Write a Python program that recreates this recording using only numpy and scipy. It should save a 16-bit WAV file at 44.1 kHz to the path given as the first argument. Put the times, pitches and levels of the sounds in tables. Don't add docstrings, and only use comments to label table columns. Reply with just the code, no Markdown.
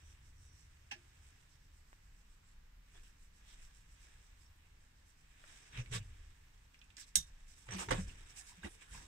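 import sys
import numpy as np
from scipy import signal
from scipy.io import wavfile

SR = 44100
rng = np.random.default_rng(int(sys.argv[2]) if len(sys.argv) > 2 else 0)


def digitize_waveform(pressure):
    field = np.atleast_2d(pressure).T
    bounded = np.clip(field, -1, 1)
    quanta = np.round(bounded * 32767).astype(np.int16)
    wavfile.write(sys.argv[1], SR, quanta)


def magnitude_from_level(level_db):
    exponent = np.asarray(level_db, float) / 20
    return 10 ** exponent


N = 399972

RUB_ZONES_HZ = [600, 2100, 7000, 13000]
# hz, level_db (per Hz)
RUB_COLOUR = [(150, -20), (250, -8), (400, -6.5), (640, -15), (922, 4.5), (1020, -8), (1120, -8.5),
              (2490, -1), (2910, -0.5), (3710, -14), (4050, 0.5), (8120, 5), (11700, -34), (13300, -26),
              (14600, -17), (15100, -19), (16000, -46)]
# hz, width_hz, level_db
HOUSING = [(1683, 204, 3), (3350, 47, -2), (3775, 71, 5.5), (5330, 200, 4), (5900, 190, 3), (7730, 340, 5)]
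# time_s, level_db
SLEEVES = [(0, -72), (.35, -80), (1.25, -74), (1.6, -81.5), (2.8, -86.5), (2.97, -70.5), (3.3, -86),
           (3.5, -69.5), (3.9, -78.5), (4.06, -70), (4.4, -78.5), (5.2, -80), (5.5, -66), (6.25, -73.5),
           (6.7, -79), (7.6, -73), (8.14, -66), (9.07, -72)]
SLEEVE_ZONES_DB = [-7, 0, -3.5, -19]
# top_s, length_s, level_db
PASSES = [(.1, 0.17, -72.5), (.27, 0.15, -74), (0.437, .17, -73.5), (0.592, .22, -73.5), (1.27, 0.2, -74.5),
          (1.4, .12, -77.5), (1.52, .13, -76), (1.64, .13, -79), (1.77, .14, -79), (1.926, .16, -79),
          (2.06, .12, -79), (2.18, 0.14, -80), (2.32, .17, -80), (2.488, .16, -77.5), (2.95, .1, -77),
          (3.07, .13, -72), (3.226, 0.16, -75.5), (3.37, .11, -74.5), (3.507, .15, -69.5),
          (3.636, .14, -69.5), (3.78, .15, -72), (3.93, 0.14, -75.5), (4.03, 0.15, -72), (4.25, 0.1, -76.5),
          (4.43, .15, -73), (4.84, .16, -82), (4.99, .1, -80), (5.093, .11, -76), (5.198, .1, -79),
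          (5.52, .3, -72)]
PASS_ZONES_DB = [-22, -10, 0, -10.5]
# start_s, length_s, level_db, brightness_db
STROKES = [(5.71, .13, -54.5, -13), (5.906, 0.09, -47, -3), (5.925, .085, -53.5, 0), (6.965, .045, -61, 1),
           (6.98, 0.082, -65, 7), (7.05, 0.077, -76.5, 9.5), (7.26, .05, -81.5, 10.5),
           (7.46, .11, -75, 9.5), (7.53, .15, -78, 10.5), (7.97, 0.11, -66.5, 5.5), (8.06, 0.087, -62, -1),
           (8.28, .06, -65, 1.5), (8.35, .085, -62, 8.5), (8.45, .1, -66, 6), (8.675, .12, -77, 9),
           (8.8, 0.058, -61, -5.5), (8.885, .17, -59, -.5)]
# start_s, length_s, level_db, brightness_db
DRAGS = [(2.93, .09, -72, -4), (5.76, 0.079, -67, 1), (7.672, 0.06, -60, -14), (7.703, 0.09, -51, -6),
         (7.772, 0.09, -48, 0), (7.81, .07, -56, -1), (7.84, .06, -66, 4), (7.985, .045, -63, 3),
         (7.886, 0.022, -50, -11), (7.905, 0.13, -51.5, -7), (8.62, 0.082, -55, -6.5), (8.99, .13, -68, 1)]
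# start_s, length_s, pitch_hz, level_db
SQUEAKS = [(.0, .152, 5900, -75), (.34, .34, 5750, -74.5), (1.55, 1.0, 7630, -84.5),
           (2.416, .114, 7600, -80), (2.94, .05, 3400, -70), (3.543, .135, 7600, -80),
           (4.40, .046, 5070, -78), (4.37, .12, 7600, -79), (4.45, .03, 5500, -74),
           (5.052, .068, 11200, -84), (5.855, .04, 2250, -68), (6.82, .039, 2600, -75),
           (7.7, .08, 5930, -58), (7.8, .05, 920, -52), (7.8, .045, 1260, -53), (5.93, .05, 1150, -56),
           (5.76, .04, 980, -64), (7.16, .035, 850, -66)]
# start_s, length_s, centre_hz, level_db
SCUFFS = [(3.447, .116, 3500, -70.5), (5.755, .075, 2400, -55), (5.756, 0.086, 484, -66),
          (5.91, .082, 430, -55), (5.918, .075, 3600, -50), (5.92, .06, 2800, -52), (5.93, .055, 5300, -54),
          (5.765, .07, 5900, -62), (7.91, .035, 5200, -52), (7.755, .035, 2300, -55),
          (7.715, .075, 4600, -60), (7.885, .025, 6200, -58), (8.34, .1, 800, -74), (5.99, .05, 2600, -66),
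          (7.76, .03, 10000, -62), (8.32, .2, 9400, -71), (8.42, .06, 7000, -68), (8.62, .16, 9100, -68),
          (8.87, .11, 9400, -72), (8.86, .06, 1500, -68), (8.68, .13, 430, -76), (8.36, .04, 2600, -62),
          (8.93, .12, 900, -68), (7.65, .04, 7800, -68), (3.03, .06, 2800, -73), (6.985, .065, 4800, -63),
          (7, .06, 3600, -66), (6.995, .05, 6800, -66), (7.79, .06, 1500, -59), (8.087, .023, 2700, -58.5),
          (8.485, 0.065, 924, -69), (8.629, .061, 319, -53.5), (8.93, .041, 970, -62),
          (7.154, 0.03, 14000, -45), (7.91, .026, 3180, -45), (8.366, .049, 5600, -62),
          (5.448, .246, 5600, -72.5)]

# time_s, peak_db, left_right_db
TAP = [
    (0.913, -34, -3),
]
# hz, level_db (per Hz)
TAP_COLOUR = [(150, -37), (250, -4), (559, -29), (829, -13), (1250, -24), (1670, -6), (2060, -7),
              (2610, -1.5), (3100, -12.5), (5650, -13), (6370, -20.5), (15000, -42)]
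# pitch_hz, level_db, t60_s
TAP_MODES = [(800, -12, .11), (880, -12, .11), (1640, -10, .1), (1750, -6, .11), (2600, 0, .09),
             (2720, 1, .11), (3280, -9, .07), (5420, -9, .1), (5750, -8, .11), (6050, -12, .1),
             (7680, -14, .08)]
# time_s, peak_db, left_right_db
SNAP = [
    (7.156, -13.5, -2.5),
]
# hz, level_db (per Hz)
SNAP_COLOUR = [(180, -53), (300, -22.5), (378, -19), (599, -43), (846, -23), (1430, -22.5), (2090, -15),
               (2270, -26), (3660, -1.5), (4530, -16), (5700, 0), (9040, -2), (15300, -27)]
# pitch_hz, level_db, t60_s
SNAP_MODES = [(2090, -15, .08), (3700, -3, .16), (3790, -9, .12), (5550, -8, .12), (5680, -2, .15),
              (5930, -7, .12), (6650, -1, .1), (7170, -12, .09), (7800, 0, .09), (8050, -9, .11),
              (8860, -5, .07), (9350, -9, .07)]
RING_DB = {"tap": -5.5, "snap": -20}
# time_s, peak_db, left_right_db
DROP = [
    (7.907, -22, -6),
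]
# hz, level_db (per Hz)
DROP_COLOUR = [(150, -21), (250, 8), (397, -3.5), (522, -8), (652, -1.5), (1650, -3.5), (4440, -20.5),
               (8520, -19.5), (10100, -38), (15000, -35.5)]
# pitch_hz, level_db, t60_s
DROP_MODES = [(517, 1.5, 0.1), (861, -6, .1), (1130, -4, 0.09), (1604, 0.5, 0.055), (2034, -2, 0.072),
              (2925, -7, 0.072), (4060, -20, 0.13), (5900, -18, 0.12), (7644, -24, 0.081),
              (7900, -31, 0.23), (8200, -13, 0.12)]
# time_s, peak_db, centre_hz, left_right_db
TICKS = [(1.929, -61, 1830, 10), (5.439, -49.5, 1390, 6), (5.86, -47, 2110, -4.0), (6.743, -56.5, 2200, 0),
         (6.791, -66, 5500, -12), (6.815, -53, 2900, -7), (6.842, -65, 7400, -12), (6.903, -54, 2700, -4),
         (6.968, -48, 4900, -9), (7.269, -59, 7890, 1), (7.668, -66, 918, -6.5), (7.688, -46, 1670, -7),
         (7.707, -45, 1700, -8), (7.721, -47, 1300, -8), (7.784, -45, 2960, -5), (7.887, -36, 1500, -6),
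         (8.633, -50, 1560, -1), (8.646, -50, 1920, -8), (8.949, -54, 935, 1), (5.7747, -39, 2050, -1.5),
         (5.925, -45, 2900, -3.5), (6.968, -50, 2600, -7), (7.914, -38, 1300, -4), (7.925, -31, 1800, -4),
         (7.933, -36, 2500, -4), (8.01, -50, 1800, -4), (7.668, -61, 2400, -5), (4.007, -66, 4500, -3)]
# time_s, peak_db, pitch_hz, t60_s
PINGS = [(8.623, -59, 3750, .03), (8.632, -46, 1600, .04), (8.633, -55, 2800, .04), (8.644, -49, 2750, .06),
         (8.645, -46, 1950, .045), (8.648, -56, 3850, .03), (8.656, -49, 2000, .035),
         (8.664, -52, 1450, .04), (8.67, -48, 3780, .025), (8.682, -61, 1900, .04), (6.745, -67, 2300, .08),
         (6.79, -63, 5450, .025), (6.815, -60, 3500, .025), (6.817, -60, 2500, .1), (6.903, -60, 2700, .03),
         (6.967, -53, 6700, .015), (6.968, -56, 5300, .05), (6.968, -58, 8300, .025),
         (5.724, -61, 5800, .04), (5.766, -50, 1900, .04), (5.788, -50, 2500, .04), (5.81, -59, 5850, .06),
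         (.91, -43, 2700, .05), (.918, -50, 1700, .09), (.935, -51, 1700, .06), (.925, -62, 4950, .11),
         (7.16, -49, 1620, .08), (7.162, -48, 2120, .07)]
# pitch_hz, level_db, t60_s
FRAME_MODES = [(5900, 0, .07), (7150, -3, .045), (8200, -2, .045), (2980, -2, .04), (1800, -2, .04)]
# time_s, level_db
FRAME_SLIPS = [(7.689, -63), (7.708, -54), (7.722, -48), (7.734, -50), (7.748, -59), (7.764, -53),
               (7.786, -54), (7.794, -54), (7.804, -52), (7.818, -58), (8.006, -61), (8.085, -64)]
# top_s, level_db, pitch_hz, t60_s
BUMPS = [(5.801, -34.5, 122, .11), (5.921, -42.5, 124, 0.32), (7.918, -40, 517, .13),
         (5.442, -63.5, 610, .031), (7.175, -59, 120, .3), (7.17, -64, 380, .092), (.962, -65, 351, 0.3),
         (.921, -48, 820, .08), (.919, -54, 1050, .07), (.93, -64, 230, .14), (.955, -69, 640, .12),
         (8.67, -55, 350, .07), (7.671, -60, 880, .04), (7.69, -58, 520, .06), (7.708, -56, 520, .06),
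         (7.765, -53, 340, .06), (7.89, -44, 400, .05), (7.95, -42, 158, .15), (8.655, -56, 560, .05),
         (5.96, -46, 180, .13), (7.735, -48, 186, .12), (7.761, -40, 188, 0.2), (7.888, -40, 920, .05),
         (7.96, -50, 520, .2), (7.994, -33.5, 186, .13), (8.59, -55, 176, .11), (8.02, -40, 89, .24),
         (7.925, -36.5, 260, .083)]
# top_s, level_db, start_pitch_hz, t60_s
THUDS = [(5.964, -37, 121, 0.29), (7.19, -43.5, 58.3, 0.2), (1.9303, -42.5, 1500, .0016),
         (7.18, -50.5, 184.5, .19), (7.705, -45, 118.6, 0.1), (7.745, -45, 90, .12), (7.893, -42, 105, .07),
         (7.968, -42, 100, .08), (6.012, -49, 125, .12), (5.775, -45, 50, .1), (7.81, -48, 60.6, .17),
         (7.93, -35, 122, 0.3), (7.93, -36, 35.8, .29), (8.079, -40, 47, .12), (8.655, -42.5, 208, 0.07),
         (8.66, -44, 72, .12), (8.925, -46, 52.3, .065)]

# hz, level_db (per Hz)
RUMBLE_COLOUR = [(8.8, -29), (15, -3), (48, -5), (126, -22), (162, -30), (254, -31), (358, -39), (400, -34),
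                 (520, -64), (880, -120)]
# time_s, air_db, traffic_db
SWAY = [(0, -5, 3), (1.3, -9, -1), (2.2, -1, -5), (3.6, 1, -4), (4.7, -4, -3), (6.7, -5, -2), (7.3, 1, -3),
        (9.07, -3, 0)]
# time_s, sway_db, knock_db
SHAKES = [
    (5.79, -55, -60),
    (5.94, -53.5, -62),
    (7.2, -59, -76),
    (7.92, -51.5, -48.5),
    (8.96, -61, -62.5),
]
# hz, level_db (per Hz)
HISS_COLOUR = [(150, -26), (250, -10), (573, -11), (931, -1.5), (1460, -4.5), (1680, -1.5), (3070, -5),
               (3710, -10), (4260, -19), (5530, -1.5), (6570, -11.5), (7680, -12.5), (10100, -22.5),
               (14600, -15), (15600, -23)]
# hz, likeness (0 to 1)
LIKENESS = [(60, .999), (130, .975), (280, .6), (700, .5), (1400, .28), (3000, .12), (15000, .02)]
# hz, left_right_db
LEAN = [(250, 0), (1300, -.5), (2400, -1.5), (4400, -4), (8100, -6.5), (15000, -.5)]


def rms_one(x):
    return x / np.sqrt(np.mean(x ** 2) + 1e-20)


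def in_time(rows):
    s, *columns = np.transpose(rows)
    return [np.interp(np.arange(N) / SR, s, c) for c in columns]


def at_hz(points, hz):
    table_hz, value = np.array(points).T
    return np.interp(np.log(hz), np.log(table_hz), value)


def drift(rate_hz):
    r = np.exp(-80 * np.pi * rate_hz / SR)
    slow = signal.lfilter([1], [1, -2 * r, r * r], rng.standard_normal(N // 40 + 2002))[2000:]
    return np.interp(np.arange(N) / 40, np.arange(len(slow)), rms_one(slow))


def resonate(x, hz, width_hz):
    r = np.exp(-np.pi * width_hz / SR)
    poles = [1, -2 * r * np.cos(2 * np.pi * hz / SR), r * r]
    return signal.lfilter([(1 - r * r) / 2, 0, (r * r - 1) / 2], poles, x)


def bands(source, colour, count, near=0):
    edges = np.geomspace(colour[0][0], colour[-1][0], count + 1)
    for k, (low, high) in enumerate(zip(edges, edges[1:])):
        band_pass = signal.butter(2, [low, high], "band", fs=SR, output="sos")
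        mid, side = signal.sosfilt(band_pass, source[k % 2])
        hz = np.sqrt(low * high)
        alike = np.clip(near + (1 - near) * at_hz(LIKENESS, hz), 0, .999)
        mid, side = np.sqrt(1 + alike) * mid, np.sqrt(1 - alike) * side
        lean = at_hz(LEAN, hz) / 2
        yield hz, magnitude_from_level(at_hz(colour, hz) + np.array([[lean], [-lean]])) * [mid + side, mid - side]


def add(out, sound, s, peak_db, pan_db):
    at = round(s * SR)
    sound = sound[:, :N - at] / np.abs(sound.mean(axis=0)).max()
    out[:, at:at + sound.shape[1]] += sound * magnitude_from_level(peak_db + np.array([[pan_db], [-pan_db]]) / 2)
    return out


def swell(start, top, end):
    t = np.arange(round(start * SR), min(round(end * SR), N)) / SR
    return round(start * SR), np.sin(np.pi / 2 * np.interp(t, [start, top, end], [0, 1, 0])) ** 1.5


def rubbing():
    grain_db = 2.2 * np.minimum(rng.exponential(1, N // 30 + 1), 3.5)
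    grains = rng.standard_normal((2, 2, N)) * magnitude_from_level(grain_db).repeat(30)[:N]
    zones, shared = np.zeros((4, 2, N)), drift(23)
    for hz, band in bands(grains, RUB_COLOUR, count=16):
        nearest = np.argmin(np.abs(np.log(hz / np.array(RUB_ZONES_HZ))))
        flutter_db = 1.2 * (.6 * shared + drift(12))
        zones[nearest] += band * magnitude_from_level(flutter_db)
    rub = sum(rms_one(zone) * np.sqrt(power) for zone, power in zip(zones, contact_power()))
    return rub + sum(magnitude_from_level(db - 3.0) * resonate(rub, hz, width_hz) for hz, width_hz, db in HOUSING)


def contact_power():
    sleeve_db, = in_time(SLEEVES)
    power = magnitude_from_level(sleeve_db + np.array(SLEEVE_ZONES_DB)[:, None]) ** 2
    moves = [(top - length / 2, length, .5, db + np.array(PASS_ZONES_DB)) for top, length, db in PASSES]
    for rows, rise, body_db in ((STROKES, .4, -9), (DRAGS, .34, 1.5)):
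        for s, length, db, bright_db in rows:
            zones_db = np.array([body_db - max(bright_db, 0), 0, bright_db, bright_db - 13.5])
            moves.append((s, length, rise, db + zones_db))
    for s, length, rise, zones_db in moves:
        at, shape = swell(max(s, 0), s + rise * length, s + length)
        power[:, at:at + len(shape)] += np.outer(magnitude_from_level(zones_db), shape) ** 2
    return power


def squeaks():
    out, warm_up = np.zeros((2, N)), SR // 8
    for rows, sharp in ((SQUEAKS, 19), (SCUFFS, 3.4)):
        for start, length, hz, db in rows:
            at, shape = swell(max(start, 0), start + length / 2, start + length)
            noise = rng.standard_normal((2, len(shape) + warm_up))
            tone = rms_one(resonate(resonate(noise, hz, hz / sharp), hz, hz / sharp))[:, warm_up:]
            out[:, at:at + len(shape)] += tone * np.sqrt(shape) * magnitude_from_level(db + np.array([[-2.5], [2.5]]))
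    return out


def blow(event, modes, colour, crack_t60, tail_db, modes_db, rise_s, near):
    (s, peak_db, pan_db), t = event[0], np.arange(SR // 4) / SR
    sound = 0
    for hz, band in bands(rng.standard_normal((2, 2, len(t))), colour, count=18, near=near):
        room_t60 = 0.15 * (3000 / hz) ** .12
        sound = sound + band * (magnitude_from_level(-60 * t / crack_t60) + magnitude_from_level(tail_db - 60 * t / room_t60))
    sound = sound / np.abs(sound).max()
    for hz, db, t60 in modes:
        phase = rng.uniform(0, 2 * np.pi) + (1 - near) * rng.normal(0, 2.13, (2, 1))
        beat = 1 + .8 * np.cos(2 * np.pi * rng.uniform(30, 90) * t)
        sound = sound + magnitude_from_level(modes_db + db - 60 * t / t60) * beat * np.sin(2 * np.pi * hz * t + phase)
    return add(np.zeros((2, N)), sound * np.minimum(t / rise_s, 1), s - .0015, peak_db, pan_db)


def ticks():
    out, t = np.zeros((2, N)), np.arange(SR // 8) / SR
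    for s, peak_db, hz, pan_db in TICKS:
        t60 = 0.08 * (2000 / hz) ** .15
        width_hz = hz / np.clip(2.08 * (hz / 2000) ** .35, .3, 12)
        noise = rng.standard_normal((2, len(t)))
        puff = noise * (magnitude_from_level(-60 * t / t60) * 0.54 + magnitude_from_level(-60 * t / 0.0067))
        rung = resonate(resonate(puff, hz, width_hz), hz, 2 * width_hz)
        edge = resonate(resonate(noise * magnitude_from_level(-60 * t / 0.008), hz, 2 * hz), hz, 2 * hz)
        tick = rung / np.abs(rung).max() + magnitude_from_level(-11) * edge / np.abs(edge).max()
        add(out, tick, s, peak_db, pan_db)
    return out


def pings():
    out, t = np.zeros((2, N)), np.arange(SR // 6) / SR
    rings = list(PINGS)
    for s, db in FRAME_SLIPS:
        for hz, mode_db, t60 in FRAME_MODES:
            slip_db = db + mode_db + 3 * rng.standard_normal()
            slip_hz = hz * (1 + .02 * rng.standard_normal())
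            rings.append((s, slip_db, slip_hz, t60))
    for s, db, hz, t60 in rings:
        twin_hz, turn = hz + rng.uniform(60, 200), rng.uniform(0, 2 * np.pi, (2, 1))
        ring = np.sin(2 * np.pi * hz * t) + .5 * np.sin(2 * np.pi * twin_hz * t + turn)
        add(out, ring * np.minimum(t / .002, 1) * magnitude_from_level(-60 * t / t60), s, db, pan_db=-5)
    return out


def bumps():
    out = np.zeros(N)
    for rows, sag in ((BUMPS, .012), (THUDS, 0.211)):
        for s, db, start_hz, t60 in rows:
            rise = min(.33 * t60, .035, 4.16 / start_hz)
            t = np.arange(-round(rise * SR), SR // 3) / SR
            shape = np.where(t < 0, np.cos(np.pi / 2 * t / rise) ** 2, magnitude_from_level(-60 * t / t60))
            hz = start_hz * (1 - sag * (1 - np.exp(-np.maximum(t, 0) / 0.031)))
            at = round((s - rise) * SR)
            tone = np.sin(2 * np.pi * np.cumsum(hz) / SR)
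            out[at:at + len(t)] += (magnitude_from_level(db) * shape * tone)[:N - at]
    return out


def rumble():
    t = np.arange(N) / SR
    deep_gain, upper_gain = magnitude_from_level(-61.5 - 0.63 * t), magnitude_from_level(-76)
    for s, db, upper_db in SHAKES:
        rise, after = np.clip(1 + (t - s) / 0.13, 0, 1) ** 2, np.maximum(t - s, 0)
        deep_gain = np.hypot(deep_gain, rise * magnitude_from_level(db - 60 * after / 2))
        upper_gain = np.hypot(upper_gain, rise * magnitude_from_level(upper_db - 60 * after / 0.79))
    sway_db, traffic_db = in_time(SWAY)
    parts = [band for hz, band in bands(rng.standard_normal((2, 2, N)), RUMBLE_COLOUR, count=8)]
    air = sum(band * magnitude_from_level(1.45 * drift(2.2)) for band in parts[:3]) * magnitude_from_level(sway_db)
    traffic = parts[3] * magnitude_from_level(traffic_db + 1.4 * drift(2.2))
    deep, upper = rms_one(air + traffic), rms_one(sum(parts[4:]))
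    return deep * deep_gain * magnitude_from_level(2.5) + upper * upper_gain * magnitude_from_level(.5)


def hiss():
    noise = bands(rng.standard_normal((2, 2, N)), HISS_COLOUR, count=14)
    return magnitude_from_level(-73.25) * rms_one(sum(band * magnitude_from_level(0.82 * drift(3.1)) for hz, band in noise))


def scene():
    tap = blow(TAP, TAP_MODES, TAP_COLOUR, crack_t60=0.11, tail_db=-6,
               modes_db=RING_DB["tap"], rise_s=0.0045, near=0.16)
    snap = blow(SNAP, SNAP_MODES, SNAP_COLOUR, crack_t60=0.029, tail_db=-5.5,
                modes_db=RING_DB["snap"], rise_s=0.0016, near=0.43)
    drop = blow(DROP, DROP_MODES, DROP_COLOUR, crack_t60=0.088, tail_db=-9,
                modes_db=-9.5, rise_s=0.0058, near=0.63)
    air = rubbing() + squeaks() + tap + snap + drop + ticks() + pings() + hiss()
    solid = bumps() + rumble()
    left_lag = 27
    left = np.roll(air[0], left_lag) + np.roll(solid[0], left_lag // 2)
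    return np.array([left, air[1] + solid[1]])


def top_cut(x):
    return signal.sosfilt(signal.butter(12, 16620, fs=SR, output="sos"), x)


def record(dry):
    steep = signal.ellip(10, .5, 60, 15650, fs=SR, output="sos")
    mix = signal.sosfilt(steep, dry)
    return top_cut(mix)


dry = scene()
out = record(dry)
digitize_waveform(out)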